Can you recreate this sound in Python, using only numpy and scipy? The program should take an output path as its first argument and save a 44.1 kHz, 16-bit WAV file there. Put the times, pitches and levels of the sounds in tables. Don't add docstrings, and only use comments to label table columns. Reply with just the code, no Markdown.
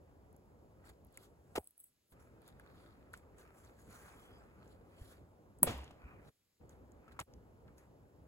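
import sys
import numpy as np
from scipy import signal
from scipy.fft import rfft, irfft, next_fast_len
from scipy.io import wavfile
from scipy.ndimage import uniform_filter1d

SR = 44100
rng = np.random.default_rng(int(sys.argv[2]) if len(sys.argv) > 2 else 0)


def put_to_file(sound):
    columns = np.atleast_2d(sound).T
    safe = np.clip(columns, -1, 1)
    whole_steps = np.round(safe * 32767)
    wavfile.write(sys.argv[1], SR, whole_steps.astype(np.int16))


def decibels_to_gain(level_db):
    exponent = np.asarray(level_db, float) / 20
    return 10 ** exponent


N = 364707

# [t/s, ring level/dB, lowest mode f/Hz, crack level/dB, crack t60/s]
KNOCK_PARTS = [(1.175, -41, 2170, -60, 0.036), (1.553, -47, 490, -38, .16), (1.5575, -34, 790, -56, .1),
               (1.561, -35, 3000, -48, .06), (1.5784, -23, 418, -38.5, 0.029),
               (1.594, -35.5, 790, -60.5, 0.04), (1.608, -37, 770, -72, .05), (1.63, -45, 755, -73, 0.046),
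               (1.778, -51, 780, -56, 0.029), (2.5976, -44.5, 1640, -60, 0.022),
               (3.1381, -33, 1476, -54.5, 0.071), (5.6302, -17.5, 788, 0, 0.014),
               (5.6308, -5.5, 990, -59, .03), (5.633, -14, 616, -54, .03), (5.669, -38.5, 1750, -60, .05),
               (5.675, -35.5, 1330, -49, .05), (5.672, -31, 590, -47, 0.13), (5.692, -38.5, 246, -47, 0.23),
               (5.787, -45.5, 1000, -61.5, .04), (5.833, -50.5, 845, -55, 0.042),
               (5.9065, -49.5, 644, -52, 0.032), (7.0795, -47, 1320, -60.5, .042),
               (7.1909, -31, 1096, -38, 0.04), (7.1962, -33, 1180, -51, 0.019), (7.199, -53, 615, -44, 0.1)]
PORT_LAG_MS = -0.14
PATCHY_DB = 2


def evened(x):
    return x / np.sqrt(np.mean(x ** 2) + 1e-20)


def read(points, hz):
    f, value = np.transpose(points)
    return np.interp(np.log(hz + 1), np.log(f + 1), value)


def add(mix, start_s, sound):
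    part = mix[:, round(start_s * SR):][:, :sound.shape[1]]
    part += sound[:, :part.shape[1]]


def coloured(x, gain):
    size = next_fast_len(x.shape[-1] + 512)
    hz = np.fft.rfftfreq(size, 1 / SR)
    return irfft(rfft(x, size) * gain(hz), size)[..., :x.shape[-1]]


def placed(x, lag_ms):
    delay_s = np.array([[1], [-1]]) * lag_ms / 2000
    return coloured(np.pad(x, (4, 32)), lambda hz: np.exp(-2j * np.pi * hz * delay_s))


def diffuse(spectrum, patchy_db, flicker_db, lag_ms):
    # [f/Hz, correlation]
    likeness = [(60, .88), (300, .8), (700, .5), (1500, .5), (3000, .55), (7000, .6)]
    hz = np.fft.rfftfreq(512, 1 / SR)
    frames = N // 128 + 5
    a, b, c, d, raw = rng.standard_normal((frames, len(hz), 5)).T
    flicker = evened(uniform_filter1d(raw[0], size=3))
    patches = uniform_filter1d(raw, size=6, axis=0)
    patches = evened(uniform_filter1d(patches, size=20, axis=1))
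    same = np.clip(read(likeness, hz), -1, 1)[:, None]
    turn = np.exp(2j * np.pi * hz * lag_ms / 1000)[:, None]
    left = a + 1j * b
    right = same * turn * left + np.sqrt(1 - same ** 2) * (c + 1j * d)
    z = np.array([left, right]) * decibels_to_gain(patchy_db * patches + flicker_db * flicker)
    x = signal.istft(z, nperseg=512, noverlap=384)[1][:, :N]
    return evened(coloured(x, lambda f: decibels_to_gain(read(spectrum, f))))


def wind():
    # [f/Hz, density/dB]
    wind_colour = [(15, -48), (28, -26), (42, -8.5), (62, -2), (82, -4), (168, -10.5), (536, -13.5),
                   (580, -15.5), (738, -19), (849, -20.5), (3000, -44), (3900, -64), (6600, -120)]
    # [t/s, level/dB]
    gusts = [(0, -61.5), (.8, -63), (1.5, -64), (2.3, -62), (2.8, -61), (3.5, -62.5), (4.1, -61),
             (4.7, -59), (5.3, -62.5), (5.9, -61.5), (6.25, -59), (6.8, -60.5), (7.5, -61.5), (8.27, -62.5)]
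    s, db = np.transpose(gusts)
    level_db = np.interp(np.arange(N) / SR, s, db)
    return decibels_to_gain(level_db) * diffuse(wind_colour, 1.4, 0.32, -0.23)


def yard():
    # [f/Hz, t60/s]
    tree_t60 = [(60, 0.79), (250, 0.46), (1000, 0.62), (3000, 0.55), (6000, 0.48), (12000, 0.44)]
    # [f/Hz, density/dB]
    tail_colour = [(60, -26), (150, -24), (500, -22.5), (1500, -34.5), (3000, -33), (6000, -43.5),
                   (10000, -45.5), (16000, -57)]
    logs_t60_s, logs_db = 0.12, 19.5
    delay_s, onset_s = 0.003, 0.0054
    noise = diffuse([(20, 0.014), (20000, 0.0059)], 0.5, 0.46, -0.13)
    hz, t, z = signal.stft(noise, SR, nperseg=256, noverlap=192)
    trees_t60_s = read(tree_t60, hz)[:, None]
    power = 0
    for s, _, _, crack_db, _ in KNOCK_PARTS:
        since = np.maximum(t - s - delay_s, 0)
        trees = decibels_to_gain(-60 * since / trees_t60_s) ** 2
        logs = decibels_to_gain(logs_db - 60 * since / logs_t60_s) ** 2
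        power = power + decibels_to_gain(crack_db) ** 2 * (trees + logs) * np.clip(since / onset_s, 0, 1)
    z *= decibels_to_gain(read(tail_colour, hz))[:, None] * np.sqrt(power)
    return signal.istft(z, SR, nperseg=256, noverlap=192)[1][:, :N]


def swells(rows):
    swell_db = 20
    s, rise, fall, db = np.transpose(rows)[..., None]
    t = np.arange(0, N / SR + .002, .001)
    away = np.maximum((s - t) / np.maximum(rise, .002), (t - s) / np.maximum(fall, .002))
    power = (decibels_to_gain(db - swell_db * away) ** 2).sum(axis=0)
    return np.interp(np.arange(N) / SR, t, np.sqrt(power))


def grit():
    jerks_per_s, jerk_db, decay_s = 120, -2.5, 0.0014
    jerks = (rng.random(N) < jerks_per_s / SR) * rng.exponential(1, N)
    return evened(1 + decibels_to_gain(jerk_db) * signal.lfilter([1], [1, -np.exp(-1 / (decay_s * SR))], jerks))


def moves():
    # [f/Hz, density/dB]
    cloth_colour = [(1500, 14.5), (4000, -5.5), (7000, 6), (11000, 6.5), (14000, -1), (15800, -1),
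                    (17000, -24)]
    snow_colour = [(300, -24), (800, -5), (1300, 4.5), (1900, -4), (2500, -6), (3500, -31)]
    bark_colour = [(1500, -27.5), (2500, -13), (3300, 3), (4500, 2.5), (6000, -19.5), (8000, -18)]
    # [peak t/s, rise/s, fall/s, cloth level/dB, bark level/dB]
    rubs = [(.855, 0.015, 0.082, -63.5, -74), (.898, .05, 0.019, -63.5, -70),
            (1.165, 0.085, .02, -81, -76.5), (1.19, 0.022, 0.087, -80, -79),
            (1.244, 0.14, 0.05, -64, -75.5), (1.6, .01, 0.081, -77, -81), (1.69, 0.27, 0.081, -66, -94),
            (1.806, 0.033, 0.028, -53.5, -86), (1.839, .02, 0.067, -58, -95.5),
            (2.12, 0.058, 0.029, -65, -73), (2.2, 0.017, 0.15, -71.5, -90),
            (2.488, 0.068, .04, -66.5, -69.5), (2.596, .01, 0.052, -78, -77), (2.82, 0.34, 0.3, -75, -75.5),
            (3.135, 0.011, 0.055, -67, -68), (3.18, 0.07, .03, -67.5, -77), (3.387, 0.02, 0.11, -62.5, -76),
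            (3.57, 0.058, .2, -66, -86), (3.648, .03, 0.093, -67, -75), (3.798, 0.093, 0.15, -69, -80),
            (3.932, 0.086, 0.36, -60, -75), (4.06, .3, 0.43, -65, -76), (4.242, 0.28, .15, -71.5, -84),
            (4.722, 0.21, .055, -73.5, -76), (5.042, 0.17, .1, -66, -71), (5.115, 0.12, .08, -63, -68),
            (6.29, .1, 0.045, -70, -80), (6.7, .015, 0.067, -70.5, -75.5), (7.121, .01, .025, -67, -75.5),
            (7.78, 0.015, 0.096, -70, -81.5)]
    # [peak t/s, rise/s, fall/s, crunch level/dB]
    steps = [(.898, 0.16, 0.035, -67), (1.168, 0.024, 0.047, -81), (2.15, 0.044, 0.78, -75.5),
             (2.488, 0.48, 0.055, -76), (2.596, .025, 0.15, -73), (2.82, 0.88, 0.77, -70),
             (3.15, .02, .12, -70), (3.34, .03, .07, -81), (3.486, 0.27, .2, -67),
             (3.72, 0.55, 0.14, -73.5), (3.932, 0.13, 0.66, -70), (4.1, 0.31, 0.71, -63),
             (4.59, 0.12, 0.44, -71.5), (4.95, 0.14, 0.18, -71.5), (5.124, .02, 0.13, -69),
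             (6.085, .2, .4, -63.5), (6.29, 0.14, .02, -70), (6.72, 0.071, 0.48, -76.5),
             (7.112, 0.24, 0.13, -69), (7.17, 0.076, 0.039, -65), (7.686, 0.035, 0.052, -66.5),
             (7.836, .1, 0.071, -72.5)]
    cloth_rows = [(s, rise, fall, db) for s, rise, fall, db, _ in rubs]
    bark_rows = [(s, rise, fall, db) for s, rise, fall, _, db in rubs]
    cloth = swells(cloth_rows) * diffuse(cloth_colour, 2.6, 1.5, -0.13)
    snow = swells(steps) * diffuse(snow_colour, PATCHY_DB, 1.8, -0.19)
    bark = swells(bark_rows) * diffuse(bark_colour, PATCHY_DB, 2.7, -0.15)
    return cloth + grit() * (bark + snow)


def squeaks():
    # [from t/s, to t/s, band level/dB, centre f/Hz, width at half gain/Hz]
    squeak_rows = [(0.865, 0.924, -85, 4400, 200), (4.09, 4.45, -73.5, 3240, 250),
                   (4.273, 4.45, -82, 4950, 200), (4.877, 5.182, -78, 3160, 246),
                   (5.966, 6.221, -72, 2450, 350), (6.229, 6.3, -91, 5755, 249),
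                   (6.232, 6.301, -82, 3910, 249)]
    out = np.zeros((2, N))
    noises = rng.standard_normal((len(squeak_rows), SR // 2))
    for (a, b, db, centre_hz, width_hz), noise in zip(squeak_rows, noises):
        band = evened(coloured(noise, lambda hz: 1 / (1 + (2 * (hz - centre_hz) / width_hz) ** 2)))
        band = band[:round((b - a) * SR)]
        add(out, a, placed(decibels_to_gain(db) * band * np.hanning(len(band)) ** 0.82, PORT_LAG_MS))
    return out


def snaps():
    # [t/s, level/dB, centre f/Hz]
    snap_rows = [(.3294, -63, 10600), (.3655, -59.5, 10200), (.8927, -59, 7590), (1.0496, -60, 11900),
                 (1.0694, -66, 11400), (1.1263, -62, 11700), (1.144, -61, 8220), (1.1745, -41.5, 8700),
                 (1.6437, -51, 8140), (1.6742, -43.5, 8100), (1.6745, -41, 4200), (1.7094, -58, 11700),
                 (1.7799, -50.5, 11500), (1.7975, -52, 11250), (1.803, -30.5, 4000), (1.8425, -48, 11200),
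                 (1.843, -32, 3300), (2.4194, -65, 10200), (2.4638, -62, 4660), (2.4798, -50.5, 9700),
                 (2.598, -57, 10800), (3.1344, -51, 9900), (3.1404, -50.5, 7250), (3.1755, -53, 8400),
                 (3.3844, -56, 7350), (3.6494, -59, 6750), (4.4374, -68.5, 5000), (4.679, -64, 7000),
                 (5.588, -58, 8600), (5.7805, -50, 12000), (5.815, -62.5, 11800), (5.8443, -54, 7010),
                 (5.8793, -51.5, 2920), (6.6947, -53.5, 6800), (6.9203, -62, 6800), (7.2017, -37, 7600),
                 (7.3387, -55.5, 5000), (7.6804, -63, 3190), (7.7833, -57.5, 6830)]
    t60_s, lead_s = 0.0094, 0.001
    out, t = np.zeros((2, N)), np.arange(2000) / SR
    puffs = rng.standard_normal((len(snap_rows), len(t)))
    for (s, db, centre_hz), puff in zip(snap_rows, puffs):
        band = coloured(puff, lambda hz: 1 / (1 + (np.log((hz + 1) / centre_hz) / 0.22) ** 2) ** 0.98)
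        add(out, s - lead_s, placed(decibels_to_gain(db - 60 * t / t60_s) * evened(band), -0.11))
    return out


def thumps():
    # [t/s, peak level/dB, f/Hz, length/s]
    thump_rows = [(1.578, -35.5, 75, 0.04), (1.579, -35, 205, 0.013), (5.013, -39.5, 62, 0.014),
                  (5.624, -21, 164.3, 0.025), (5.622, -24.5, 260, 0.015), (5.68, -38, 101, .035),
                  (5.708, -44.5, 66, 0.16), (6.029, -46.5, 60, 0.047), (7.204, -46, 122, 0.014),
                  (7.228, -39.5, 70, 0.03)]
    out = np.zeros((2, N))
    for s, db, hz, length_s in thump_rows:
        t = np.arange(0, length_s, 1 / SR)
        thump = decibels_to_gain(db) * np.sin(np.pi * t / length_s) * np.sin(2 * np.pi * hz * t)
        add(out, s, thump[None].repeat(2, axis=0))
    return out


def splinters():
    start_s, lasts_s, t60_s = 5.665, 0.27, 0.5
    base_db = -50.5
    out, t = np.zeros((2, N)), np.arange(400) / SR
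    for when, size, pitch in rng.random((50, 3)):
        since = lasts_s * when
        hz = 500 * 8 ** pitch
        click = np.sin(2 * np.pi * hz * t) * decibels_to_gain(-60 * t * hz / 9.5)
        db = base_db - 60 * since / t60_s - 3.8 * np.log(size + .01)
        add(out, start_s + since, placed(decibels_to_gain(db) * click, PORT_LAG_MS))
    return out


def knocks():
    # [f/lowest f, relative level/dB, cycles to -60 dB]
    modes = [(1, 1, 19), (1.19, 2.5, 19.5), (1.46, 0, 24), (1.7, -6, 26.5), (1.961, -5.5, 49)]
    # [f/Hz, density/dB]
    crack_colour = [(100, -33), (500, 0), (1200, -3), (3000, -9.5), (6000, -19.5), (8000, -15.5),
                    (10000, -15.5), (13000, -19.5), (15500, -23.5), (17000, -38)]
    hard_crack_db, upper_slope = -41, 1.5
    soft_crack_db, tilt_slope = -35, 0.073
    out, t = np.zeros((2, N)), np.arange(8000) / SR
    noises = rng.standard_normal((len(KNOCK_PARTS), 4, len(t)))
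    for (s, ring_db, hz, crack_db, t60_s), noise in zip(KNOCK_PARTS, noises):
        upper_db = upper_slope * min(crack_db - hard_crack_db, 0)
        ring = 0
        for k, db, cycles in modes:
            mode_db = db + upper_db * np.log2(k) - 60 * t * hz * k / cycles
            ring = ring + decibels_to_gain(mode_db) * np.sin(2 * np.pi * hz * k * t)
        ring *= 1 - np.exp(-t * hz)
        tilt_db = tilt_slope * (crack_db - soft_crack_db)
        fibres = evened(coloured(
            noise[:3], lambda f: decibels_to_gain(read(crack_colour, f) + tilt_db * np.log2(f / 1000 + 0.12))))
        fibres *= decibels_to_gain(5.1 * evened(uniform_filter1d(noise[3], size=30)))
        fade = decibels_to_gain(crack_db - 60 * t / t60_s) * (1 - np.exp(-t / 0.0021))
        fibres = evened(fibres * fade / fade.max()) * np.sqrt(np.mean(fade ** 2))
        add(out, s, placed(decibels_to_gain(ring_db) * ring + fibres[0], PORT_LAG_MS))
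        add(out, s, 0.7 * fibres[1:])
    return out


def scene():
    return wind() + moves() + squeaks() + snaps() + thumps() + knocks() + splinters() + yard()


def dipped(x):
    # [from t/s, to t/s, drop before share/dB, fade/s]
    dips = [(1.586, 2.12, -14.5, 0.0023), (1.693, 2.103, -8, 0.048), (5.625, 5.667, -15.5, 0.014),
            (6.305, 6.598, -27.5, 0.022), (7.233, 7.268, -25, 0.022)]
    # [f/Hz, share of the drop]
    dip_share = [(40, 1.5), (150, 0.82), (500, 1.01), (7000, 1.8)]
    top_hz = 7923
    hz, t, z = signal.stft(x, SR, nperseg=256, noverlap=192)
    drop_db = 0
    for a, b, db, fade_s in dips:
        drop_db = drop_db + db * np.clip(np.minimum(t - a, b - t) / fade_s + .5, 0, 1)
    share = read(dip_share, hz) * (hz < top_hz)
    z = z * decibels_to_gain(share[:, None] * drop_db)
    return signal.istft(z, SR, nperseg=256, noverlap=192)[1][:, :N]


def low_pass(x):
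    return signal.sosfilt(signal.butter(12, 16800, fs=SR, output="sos"), x)


def record(dry):
    # [f/Hz, density/dB]
    hiss_colour = [(20, 3.5), (500, -0.5), (1500, 2.5), (4000, 3.5), (9000, 2), (14000, 2.5), (17000, -3.5)]
    hiss_db = -83.5
    one_port_hz = 6400
    turn_hz, in_phase_hz = 4450, 6950
    edge_hz, edge_db = 15800, -19

    def treble(hz):
        return np.sin(np.pi / 4 * (1 + np.tanh((hz - one_port_hz) / 150)))

    def turn(hz):
        return np.exp(2j * np.pi * (hz - in_phase_hz) / turn_hz)

    left, right = dipped(dry) + decibels_to_gain(hiss_db) * diffuse(hiss_colour, 0.72, .3, 0.056)
    right_low = coloured(right, lambda hz: np.sqrt(1 - treble(hz) ** 2))
    right_high = coloured(left, lambda hz: treble(hz) * turn(hz))
    x = np.array([left, right_low + right_high])
    x = coloured(x, lambda hz: decibels_to_gain(edge_db * np.clip((hz - edge_hz) / 300, 0, 1)))
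    return low_pass(x)


dry = scene()
out = record(dry)
put_to_file(out)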